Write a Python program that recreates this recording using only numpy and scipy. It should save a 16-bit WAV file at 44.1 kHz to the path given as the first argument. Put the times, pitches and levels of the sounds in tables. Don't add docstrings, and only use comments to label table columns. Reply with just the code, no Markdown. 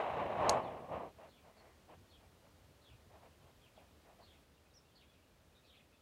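import sys
import numpy as np
from scipy import signal
from scipy.fft import rfft, irfft
from scipy.io import wavfile
from scipy.ndimage import uniform_filter1d

SR = 44100
rng = np.random.default_rng(int(sys.argv[2]) if len(sys.argv) > 2 else 0)


def store_pcm(level_fs):
    pcm = np.round(np.clip(level_fs, -1, 1) * 32767).astype(np.int16)
    wavfile.write(sys.argv[1], SR, np.atleast_2d(pcm).T)


N = 265129
T = np.arange(N) / SR

# t/s, level/dB
SLIDE_PRESSURE = [(0.0, -32), (0.022, -39), (0.192, -39.5), (0.198, -37), (0.288, -43), (0.32, -39),
                  (0.336, -43), (0.402, -34.5), (0.408, -34.5), (0.502, -30.5), (0.584, -34.5),
                  (0.622, -43), (0.886, -52.5), (0.93, -39), (1.084, -51), (1.13, -73)]
# f/Hz, level/dB
CASE_EQ = [(190, -43.5), (330, -11.5), (424, -7), (444, -7), (643, 1), (789, -1), (913, -3.5), (1080, -3),
           (1250, -9.5), (1310, -20.5), (1600, -30.5), (2080, -34.5), (3520, -120)]
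# f/Hz, level/dB
GRIT_EQ = [(760, -29), (1300, -3), (1880, -5), (1950, -5), (2610, -7), (3000, -10), (3410, -18),
           (3880, -18.5), (4640, -31), (14000, -51)]
# f/Hz, level/dB
DRAG_EQ = [(45, -16), (70, -3.5), (110, -2.5), (160, -2), (235, -0.5), (320, -5), (420, -17)]
# t/s, length/s, level/dB
GRIP_SHIFTS = [(1.169, 0.13, -57), (1.435, 0.089, -63), (1.553, 0.18, -65), (1.882, 0.079, -57.5),
               (2.196, 0.074, -69.5), (2.424, 0.082, -69), (3.095, 0.12, -63.5), (3.207, 0.082, -61.5),
               (3.405, 0.12, -69), (3.76, 0.099, -67.5), (4.038, .11, -65), (4.183, 0.069, -64)]
# f/Hz, level/dB
AIR_EQ = [(28, -20), (50, 1.5), (62, -3), (78, 6), (100, -2.5), (135, -4.5), (200, -7), (350, -11),
          (580, -11.5), (850, -16.5), (1300, -18.5), (2100, -22.5), (2900, -22.5), (4300, -25),
          (6000, -28.5), (15500, -34.5)]
# t/s, level/dB
FINGER_TAPS = [(.4935, -22), (.514, -23), (.822, -40.5), (.913, -34), (1.198, -48.5), (1.9, -52),
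               (1.938, -55), (3.777, -50.5), (3.814, -59)]
# f/Hz, level/dB, t60/s
TAP_RING = [(627, -1, .025), (814, -2, 0.0227), (1010, -19, 0.021)]
# t/s, level/dB, tilt/(dB per octave)
CASE_TICKS = [(0.4943, -21, -5.5), (0.4958, -20, 3), (.498, -23, 14.5)]
# f/Hz, level/dB, t60/s
TICK_RING = [(3100, -23, 0.00255), (4245, 0, 0.0065), (4300, 5, 0.0077), (5525, -8, 0.0073),
             (6540, -1, 0.0054), (6600, -30, .1), (7280, -25, 0.00484), (8970, -11.5, 0.0044),
             (10640, -17.5, 0.0036), (15500, -36, 0.00359)]
# t/s, length/s, starting f/Hz, level/dB, rasp/(0-1)
FALLING_CALLS = [(0.625, .085, 4440, -67.5, 0.4), (1.28, .13, 4300, -71, .55), (2.089, .1, 4490, -68, 0.66),
                 (2.813, .13, 4200, -67.5, 0.52), (3.61, .075, 3700, -69.7, .5),
                 (3.749, 0.051, 4190, -69, .9), (4.201, 0.18, 4570, -70, 1.),
                 (4.97, .075, 4180, -69.5, 0.98), (5.642, .14, 4280, -67.5, 0.98),
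                 (5.744, 0.069, 4325, -66, 1.)]
# t/s, length/s, f/Hz, level/dB, rasp/(0-1)
PEEP_NOTES = [(1.43, 0.39, 1966, -77.5, .35), (1.565, .045, 4380, -75, 1.), (3.308, 0.028, 3040, -77, .25),
              (4.88, .028, 3520, -77, 0.45), (4.949, .035, 4400, -65.5, 1.), (5.078, 0.039, 3410, -72, .25),
              (5.135, .04, 2950, -73.5, .8), (5.225, .03, 2870, -76, .1), (5.543, 0.047, 3750, -72.5, .6),
              (5.621, .045, 2600, -74.5, .45), (5.921, 0.034, 2570, -74.5, .3)]
# peak t/s, level/dB
HAND_BUMPS = [(1.99, -66), (2.26, -66), (2.67, -66), (2.94, -64), (3.11, -66.5), (3.44, -63.5)]
# t/s, f/Hz, level/dB
WHISTLE_CONTOUR = [(4.737, 4380, -74), (4.746, 5870, -68), (4.755, 5870, -66), (4.776, 5330, -62.5),
                   (4.787, 5170, -66)]


def undb(db):
    return 10 ** (np.asarray(db) / 20)


def unit(x):
    return x / np.sqrt(np.mean(x ** 2) + 1e-18)


def curves(table):
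    times, *columns = np.transpose(table)
    return [np.interp(T, times, column) for column in columns]


def arch(start, length):
    return np.sin(np.pi * np.clip((T - start) / length, 0, 1)).clip(0)


def colour(x, eq):
    hz, db = np.transpose(eq)
    octave, knots = np.log2(np.arange(N // 2 + 1) * SR / N + 1), np.log2(hz)
    beyond = np.abs(octave - np.clip(octave, knots[0], knots[-1]))
    gain = undb(np.interp(octave, knots, db) - 35 * beyond)
    return unit(irfft(rfft(x) * gain, N))


def band(x, lo_hz, hi_hz):
    return signal.sosfilt(signal.butter(3, [lo_hz, hi_hz], "band", fs=SR, output="sos"), x)


def walk(rate_hz, size=N):
    hold = int(SR / rate_hz)
    held = np.repeat(rng.standard_normal(size // hold + 1), hold)
    return unit(uniform_filter1d(uniform_filter1d(held, hold), hold))[:size]


def slips(per_s, spread_db):
    size = undb(spread_db * np.clip(rng.standard_normal(N), -2, 2))
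    return (rng.random(N) < per_s / SR) * size * rng.choice([-1, 1], N)


def finger(land_s=0.0011, lift_s=0.028, grit_db=-11.5, grit_fade_db_per_s=6,
           drag_db=-42, drag_onset_s=0.26, soft_hz=720, firm_db=-38):
    level_db, = curves(SLIDE_PRESSURE)
    touch = np.clip(np.minimum(T / land_s, (SLIDE_PRESSURE[-1][0] - T) / lift_s), 0, 1)
    press = undb(level_db) * touch
    grit = press * undb(grit_db - grit_fade_db_per_s * T)
    drag = undb(drag_db) * (press / press.max()) ** 0.84
    drag *= np.sqrt(np.minimum(T / drag_onset_s, 1))
    shift = sum(undb(db) * np.sqrt(arch(start, length)) for start, length, db in GRIP_SHIFTS)
    press += shift
    grit += shift * undb(grit_db)
    drag += shift * undb(-12.5)
    judder = undb(0.73 * walk(rate_hz=130))
    ring = colour(slips(per_s=5000, spread_db=1) * judder, CASE_EQ)
    scrape = colour(slips(per_s=12000, spread_db=3) * judder, GRIT_EQ)
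    rumble = colour(slips(per_s=1200, spread_db=3.5) * judder, DRAG_EQ)
    dark = unit(signal.sosfiltfilt(signal.butter(2, soft_hz, fs=SR, output="sos"), ring))
    firm = np.clip(press / undb(firm_db), 0.58, 1)
    return press * (firm * ring + (1 - firm) * dark) + grit * scrape + drag * rumble


def air(quiet_s=4.44, crossover_hz=200):
    noise = colour(rng.standard_normal(N), AIR_EQ)
    low = signal.sosfiltfilt(signal.butter(3, crossover_hz, fs=SR, output="sos"), noise)
    hiss = (noise - low) / np.std(band(noise, 6000, 15000))
    rumble_db = np.where(T < quiet_s, -69.5, -72 + 0.3 * walk(rate_hz=12))
    treble_db = np.where(T < quiet_s, -79.5, -81.5)
    return unit(low) * undb(rumble_db) + hiss * undb(treble_db)


def strike(modes, tilt_db=0):
    t, middle_hz = T[:SR // 5], np.median([hz for hz, _, _ in modes])
    ring = np.zeros(len(t))
    for k, (hz, db, t60) in enumerate(modes):
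        decay = undb(db + tilt_db * np.log2(hz / middle_hz) - 60 * t / t60)
        ring += (-1) ** k * decay * np.sin(2 * np.pi * hz * t)
    return ring


def taps_and_click(contact_hz=14000, tail_db=-34, tail_t60=0.14):
    out, t = np.zeros(N), T[:SR // 5]
    for start, db in FINGER_TAPS:
        i = int(start * SR)
        out[i:i + len(t)] += undb(db) * strike(TAP_RING)
    for start, db, tilt_db in CASE_TICKS:
        tail = unit(band(rng.standard_normal(len(t)), 3996, 9500)) * undb(tail_db - 60 * t / tail_t60)
        i = int(start * SR)
        out[i:i + len(t)] += undb(db) * (strike(TICK_RING, tilt_db) + tail)
    return signal.sosfilt(signal.butter(3, contact_hz, fs=SR, output="sos"), out)


def bird_note(start, length, from_hz, to_hz, rasp, dwell, rise_db,
              rasp_hz=340, buzz_hz=170, step_hz=900, perch_hz=3380):
    n = int(length * SR)
    progress = np.arange(n) / n
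    glide = from_hz + (to_hz - from_hz) * progress
    step_phase = 2 * np.pi * (glide - perch_hz) / step_hz
    held = glide - dwell * step_hz * np.sin(step_phase) / (2 * np.pi)
    buzz = np.sin(2 * np.pi * buzz_hz * T[:n] + 2 * np.pi * rng.random())
    flutter = buzz + 0.853 * walk(500, size=n)
    hz = held + rasp * rasp_hz * flutter * (1 - 0.55 * np.cos(step_phase))
    hz += (held - hz) * progress ** 3 / 2
    rough_db = rasp * 2.5 * walk(86, size=n)
    accent_db = dwell * 0.6 * np.cos(step_phase)
    swell = np.sqrt(np.sin(np.pi * progress)) * undb(rough_db + accent_db + rise_db * (progress - .5))
    tone = swell * np.sin(2 * np.pi * np.cumsum(hz) / SR)
    return np.pad(tone, (int(start * SR), N))[:N]


def chirps(end_hz=2440):
    return sum(undb(db) * bird_note(start, length, hz, end_hz, rasp, dwell=0.83, rise_db=4.5)
               for start, length, hz, db, rasp in FALLING_CALLS)


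def twitter(count=52, level_db=-79, spread_db=3):
    out, t = np.zeros(N), T[:int(.025 * SR)]
    for when, pitch, glide, size in rng.random((count, 4)):
        hz = (2400 + 1900 * pitch ** 2) * (1 + 0.266 * (glide - .6) * t / t[-1])
        pip = np.hanning(len(t)) * np.sin(2 * np.pi * np.cumsum(hz) / SR)
        i = int(np.sqrt(when) * (N - len(t)))
        out[i:i + len(t)] += undb(level_db + spread_db * size) * pip
    return out


def peeps(sag=0.0502):
    high, low = 1 + sag / 2, 1 - sag / 2
    return sum(undb(db) * bird_note(start, length, hz * high, hz * low, rasp, dwell=0, rise_db=-1)
               for start, length, hz, db, rasp in PEEP_NOTES)


def bumps(length_s=.12, lo_hz=60, hi_hz=130):
    swell = sum(undb(db) * arch(peak - length_s / 2, length_s) for peak, db in HAND_BUMPS)
    return swell * unit(band(rng.standard_normal(N), lo_hz, hi_hz))


def whistle():
    hz, db = curves(WHISTLE_CONTOUR)
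    gate = (T > WHISTLE_CONTOUR[0][0]) & (T < WHISTLE_CONTOUR[-1][0])
    envelope = uniform_filter1d(gate * undb(db), size=90)
    return envelope * np.sin(2 * np.pi * np.cumsum(hz) / SR)


def yard(x, wet_db, t60=0.19, predelay_s=.004):
    t = T[:SR // 2]
    echoes = rng.standard_normal(len(t)) * undb(-60 * t / t60) * (t > predelay_s)
    return x + undb(wet_db) * signal.fftconvolve(x, echoes / np.linalg.norm(echoes))[:N]


def scene():
    far_birds = yard(chirps() + peeps() + twitter(), wet_db=-1)
    near_bird = yard(whistle(), wet_db=-6)
    handling = finger() + bumps() + taps_and_click()
    return (handling + far_birds + near_bird + air())[None]


def record(dry, low_cut_hz=38, high_cut_hz=15750):
    thin = signal.sosfilt(signal.butter(3, low_cut_hz, "high", fs=SR, output="sos"), dry)
    return signal.sosfilt(signal.ellip(10, .1, 70, high_cut_hz, fs=SR, output="sos"), thin)


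dry = scene()
out = record(dry)
store_pcm(out)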